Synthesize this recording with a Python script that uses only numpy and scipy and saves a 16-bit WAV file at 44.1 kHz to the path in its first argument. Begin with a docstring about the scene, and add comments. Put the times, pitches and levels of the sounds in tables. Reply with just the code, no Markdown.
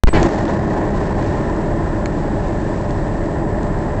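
"""On the deck of a boat in open water, heard from a cheap camera's microphone. The input opens with an
overloaded pop and a faint electronic whine; a gust and a brief squawk follow, cut by a short dropout.
Then a limiter holds the peaks down and the wind and sea hiss eases. From below deck two diesels idle
slightly out of step and a generator hums, all through the hull, whose panels ring along to the end.
A few small ticks and, halfway, one light knock sound close to the microphone."""
import sys
import numpy as np
from scipy import signal
from scipy.fft import rfft, irfft
from scipy.io import wavfile
from scipy.ndimage import uniform_filter1d

SR = 44100
rng = np.random.default_rng(int(sys.argv[2]) if len(sys.argv) > 2 else 0)


def transcribe(u):
    """Save the signal u as a 16-bit wav file named by the first command-line argument.

    u: samples, shape (n,) or (channels, n), limited to [-1, 1]; the rate is SR.
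    q: integer samples, one column per channel.
    """
    v = np.clip(np.atleast_2d(u).T, -1, 1)
    q = np.round(v * 32767).astype(np.int16)
    wavfile.write(sys.argv[1], SR, q)


N = 176400
TIME_S, FREQ_HZ = np.arange(N) / SR, np.fft.rfftfreq(N, 1 / SR)


def amp(db):
    """Decibels to gain."""
    return 10 ** (np.asarray(db) / 20)


def unit(x):
    """Scales to rms 1."""
    return x / np.sqrt(np.mean(x ** 2) + 1e-20)


def level(points):
    """Gain over time from rows of time_s, level_db."""
    s, db = np.transpose(points)
    return amp(np.interp(TIME_S, np.sort(s), db))


def colour(x, points):
    """Filters by rows of freq_hz, gain_db, then scales to rms 1."""
    hz, db = np.transpose(points)
    gain = amp(np.interp(np.log(FREQ_HZ + 1), np.log(hz), db))
    return unit(irfft(rfft(x) * gain, N))


def wander(rate_hz):
    """Slow random motion of rms 1."""
    smoothing = np.exp(-(FREQ_HZ / rate_hz) ** 2) * (FREQ_HZ > 0)
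    return unit(irfft(rfft(rng.standard_normal(N)) * smoothing, N))


def low_pass(x, hz):
    """Steep low-pass."""
    taps = signal.firwin(301, hz, window=("kaiser", 9), fs=SR)
    return signal.oaconvolve(x, taps[None], "same")


# Whine inside the camera: pitch_hz, level_db
WHINE_TONES = [(7289, -63), (7358, -65.5), (7887, -62), (8113, -64.5)]
# Swell of its upper tones during the dropout: time_s, gain_db
UPPER_SWELL = [(.088, 0), (.094, 20), (.130, 20), (.138, 0)]
def whine(swell_above_hz=7600):
    """Thin steady tones of the camera's electronics, present once it is on."""
    out = np.zeros(N)
    for hz, db in WHINE_TONES:
        swell = level(UPPER_SWELL) if hz > swell_above_hz else 1
        out += amp(db) * swell * np.sin(2 * np.pi * (hz * TIME_S + rng.random()))
    return np.sqrt(2) * out * (TIME_S > SWITCH_ON_S)


# Wind and open water all around the boat: freq_hz, gain_db
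SEA_SPECTRUM = [(20, -18.5), (500, -8), (2000, 7.5), (3100, -0.5), (4200, 0), (6200, -3.5), (7400, -3.5),
                (8100, -9.5), (9000, -25)]
# The hiss easing off: time_s, level_db
SEA_FADE = [(0, -32), (.16, -37.5), (.3, -34.5), (.6, -41), (.9, -44), (1.03, -42), (1.14, -44.5),
            (1.25, -42.5), (1.55, -45.5), (2.0, -47.5), (2.9, -45.5), (3.3, -48.5), (4.0, -48)]
def sea(drops_per_s=500):
    """Hiss of wind and water, swelling slightly, with fine splash grains."""
    drops = (rng.random(N) < drops_per_s / SR) * rng.standard_normal(N)
    drops *= amp(2.5 * np.minimum(rng.exponential(1, N), 4))  # a few stand out
    hiss = colour(rng.standard_normal(N) + 0.48 * unit(drops), SEA_SPECTRUM)
    return hiss * level(SEA_FADE) * amp(0.57 * wander(9.5))


# Wind right on the microphone: freq_hz, gain_db
BUFFET_SPECTRUM = [(8, -30.5), (25, -5.5), (50, 5), (110, -20.5), (200, -15), (400, -23.5), (2000, -34.5),
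                   (4500, -48.5), (9000, -63.5)]
# The gust and the weaker wind after it: time_s, level_db
GUST_LEVEL = [(0, -14), (.16, -9), (.21, -19.5), (.26, -16.5), (.29, -55), (1.0, -27), (4.0, -43)]
def buffet():
    """Lumpy low wind on the microphone, strong only at first."""
    return colour(rng.standard_normal(N), BUFFET_SPECTRUM) * level(GUST_LEVEL)


# Small ticks near the microphone: start_s, level_db, centre_hz, width_octaves, decay_s
NEAR_TICKS = [(0.131, 0, 790, 0.53, 0.00094), (.2304, -2, 3800, 1.9, 0.0011), (0.3355, -29, 4000, .5, .001),
              (0.4544, -11.5, 3600, 1.1, 0.00025), (0.4805, -24, 3600, .35, 0.002),
              (0.5775, -29, 4000, 0.55, .0008), (1.2255, -27, 4200, 0.63, .001),
              (2.9077, -25, 4000, 0.42, .0016), (3.6324, -22.5, 3900, 1.0, 0.00038)]
def ticks(grain=.22):
    """Dry clicks: one sharp snap and a grainy tail that dies within a few milliseconds."""
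    out = np.zeros(N)
    for start, db, hz, octaves, decay in NEAR_TICKS:
        age = TIME_S - start
        burst = grain * rng.standard_normal(N) * (age >= 0) * np.exp(-abs(age) / decay)
        burst[round(start * SR)] = 1  # the snap
        band = np.exp(-.5 * (np.log2((FREQ_HZ + 1) / hz) / octaves) ** 2)
        tick = irfft(rfft(burst) * band, N)
        out += amp(db) * tick / abs(tick).max()
    return out


# Modes of a small hard object close by: pitch_hz, relative_db, t60_s
OBJECT_MODES = [(1200, 0, 0.0073), (1660, 2, .009), (2270, 2, 0.01), (3080, -8, 0.0075), (4200, -5.5, .013),
                (6600, -4.5, 0.0065), (7300, -7, .006)]
def knock(start_s=2.0586, level_db=-18):
    """One light blow: the object's modes start together and ring for a few milliseconds."""
    age = np.maximum(TIME_S - start_s, 0)
    out = np.zeros(N)
    for k, (hz, db, t60) in enumerate(OBJECT_MODES):
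        ring = amp(level_db + db - 60 * np.minimum(age / t60, 3))
        out += (-1) ** k * ring * np.sin(2 * np.pi * hz * age)
    return out


# A harsh cry heard from the deck, likely a seabird: time_s, pitch_hz, level_db
SQUAWK_CONTOUR = [(.06, 412, -21), (0.088, 404, -27), (0.135, 342, -36), (.153, 334, -24), (.168, 328, -27),
                  (.19, 314, -33), (.21, 305, -46)]
# Resonances of its throat: freq_hz, gain_db
THROAT_SPECTRUM = [(300, -19.5), (1200, -12), (1650, 4), (2000, 4.5), (2320, 4), (2680, -7), (2950, -3),
                   (3350, -13), (3950, -13), (4330, -4.5), (5200, -22), (8000, -44)]
def squawk(jitter=.003, rasp=.22):
    """A squeaky buzz of falling pitch through a bright throat."""
    s, hz, db = np.transpose(SQUAWK_CONTOUR)
    pitch_hz = np.interp(TIME_S, s, hz) * (1 + jitter * wander(140))
    turns = np.cumsum(pitch_hz) / SR
    buzz = sum(np.cos(2 * np.pi * (k * turns + rng.random())) for k in range(1, 20))
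    cry = colour(unit(buzz) + rasp * rng.standard_normal(N), THROAT_SPECTRUM)
    return cry * amp(np.interp(TIME_S, s, db)) * (TIME_S < s[-1])


# Jolts at the camera's input, ahead of its clipping: start_s, level_db, rise_s, swing_s
INPUT_JOLTS = [(0.0367, 23.5, 0.000081, 0.00708), (0.073, 2.5, 0.0065, 0.025)]
SWITCH_ON_S = INPUT_JOLTS[0][0]
def pop():
    """The input switches on: sudden jolts that swing back and settle."""
    out = np.zeros(N)
    for start, db, rise, swing in INPUT_JOLTS:
        age = np.maximum(TIME_S - start, 0)
        out += amp(db) * np.minimum(age / rise, 1) * (1 - age / swing) * np.exp(-age / swing)
    return out


# Hull panels humming around the deck: pitch_hz, width_hz, relative_db
HULL_PANELS = [(202, 14, -12.5), (337, 7, -15), (593, 8, -21.5), (831, 7, -25), (1036, 9.1, -30.5),
               (1774, 40, -30.5)]
# Engine clatter and panel hum, loud at first, easing as the camera's gain settles: time_s, level_db
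ENGINE_LEVEL = [(0, -15), (.3, -11.5), (1.0, -17), (2.0, -20), (3.0, -21), (4.0, -19.5)]
def panels():
    """Narrow resonances that waver as the engines shake them."""
    out = np.zeros(N)
    for hz, width, db in HULL_PANELS:
        phase = 2 * np.pi * hz * TIME_S
        out += amp(db) * (wander(width) * np.cos(phase) + wander(width) * np.sin(phase))
    return level(ENGINE_LEVEL) * out


# The clatter's path through hull and deck to the microphone: freq_hz, gain_db
HULL_SPECTRUM = [(10, -43), (40, -23), (70, -5.5), (110, -5.5), (215, -6.5), (255, -10), (295, -4),
                 (335, -3), (375, -7.5), (420, -7), (470, -15), (540, -11), (595, -8.5), (640, -11.5),
                 (700, -13), (770, -15.5), (830, -11.5), (870, -16.5), (1050, -15.5), (1150, -25.5),
                 (1550, -27), (1800, -21.5), (2250, -40), (3100, -47.5), (9000, -72.5)]
def engine(rpm, orders, cylinders, tones_db, clatter_db, repeat, punch, decay_firings, uneven_db, drift):
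    """Each cylinder fires a burst into the hull, partly alike every cycle; crank orders hum along."""
    cycle_hz = rpm / 120  # four-stroke: two turns a cycle
    cycles = np.cumsum(cycle_hz * (1 + drift * wander(1.7))) / SR + rng.random()
    size = int(SR / cycle_hz)
    phases = 2 * np.pi * rng.random(N)[:size // 2 + 1]
    pattern = unit(irfft(np.exp(1j * phases), size))  # one cycle of noise
    alike = np.interp(cycles % 1 * size, np.arange(size), pattern)
    rattle = np.sqrt(repeat) * alike + np.sqrt(1 - repeat) * rng.standard_normal(N)
    firings = cycles * cylinders
    cylinder_gains = amp(uneven_db * unit(rng.standard_normal(cylinders)))
    strength = cylinder_gains[firings.astype(int) % cylinders]
    bursts = 1 + punch * strength * np.exp(-(firings % 1) / decay_firings)
    clatter = level(ENGINE_LEVEL) * colour(rattle * bursts, HULL_SPECTRUM)
    tones = sum(amp(db) * np.sin(2 * np.pi * (k * cycles + rng.random())) for k, db in orders)
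    return amp(clatter_db) * clatter + amp(tones_db) * tones


# Steady tones of each machine below deck: cycle_multiple, relative_db
PORT_TONES = [(4, -41), (5, -38), (6, -41), (8, -41), (9, -38), (12, -38), (15, -41), (20, -38), (21, -40),
              (24, -37), (32, -41), (40, -40)]
STARBOARD_TONES = [(5, -29), (16, -36), (24, -40), (96, -39)]
GENERATOR_TONES = [(4, -32), (8, -35), (12, -35), (13, -39), (16, -35), (20, -43), (32, -43), (41, -47),
                   (45, -43), (46, -45)]
def engine_room():
    """Two diesels idle at unequal speeds beside a faster generator."""
    port = engine(rpm=644.0, orders=PORT_TONES, cylinders=6, tones_db=5.5, clatter_db=-5.0,
                  repeat=0.57, punch=0.88, decay_firings=0.19, uneven_db=0, drift=0.00058)
    starboard = engine(rpm=738.5, orders=STARBOARD_TONES, cylinders=6, tones_db=5.0, clatter_db=-5.5,
                       repeat=0.6, punch=0.97, decay_firings=.3, uneven_db=1, drift=0.00059)
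    generator = engine(rpm=1502.4, orders=GENERATOR_TONES, cylinders=4, tones_db=2.5, clatter_db=-5,
                       repeat=0.83, punch=0.72, decay_firings=0.17, uneven_db=2, drift=0.00018)
    return port + starboard + generator


# The microphone's sound opens, drops out briefly and returns: time_s, gain_db
INPUT_OPENING = [(.068, -80), (.072, 0), (.091, 0), (.096, -17), (.129, -16), (.136, 0)]
def scene():
    """Everything that reaches the microphone on deck, plus the camera's own noises, in mono."""
    outside = engine_room() + panels() + sea() + buffet() + ticks() + knock() + squawk()
    return (outside * level(INPUT_OPENING) + whine() + pop())[None]


LIMITER_ON_S, CEILING_DB, RELEASE_DB_PER_S = .272, -11.0, 353
OVERLOAD_DB, TOP_EDGE_HZ = -3.4, 8550
SPIKE_DB, SPIKE_S, SPIKE_EDGE_HZ = -6, .0004, 16900
def record(dry):
    """The input overloads, then a fast limiter holds; all but the switch-on click is dull up top."""
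    peak_db = 20 * np.log10(abs(dry[0]) + 1e-9)
    over_db = np.maximum(peak_db - CEILING_DB, 0) * (TIME_S > LIMITER_ON_S)
    release_db = RELEASE_DB_PER_S * TIME_S
    held_db = np.maximum.accumulate(over_db + release_db) - release_db
    limited = dry * amp(-uniform_filter1d(held_db, size=48))
    clipped = np.clip(limited, -amp(OVERLOAD_DB), amp(OVERLOAD_DB))
    spike = amp(SPIKE_DB) * (TIME_S > SWITCH_ON_S - SPIKE_S) * (TIME_S <= SWITCH_ON_S)
    return low_pass(low_pass(clipped, TOP_EDGE_HZ) - spike, SPIKE_EDGE_HZ)


dry = scene()
out = record(dry)
transcribe(out)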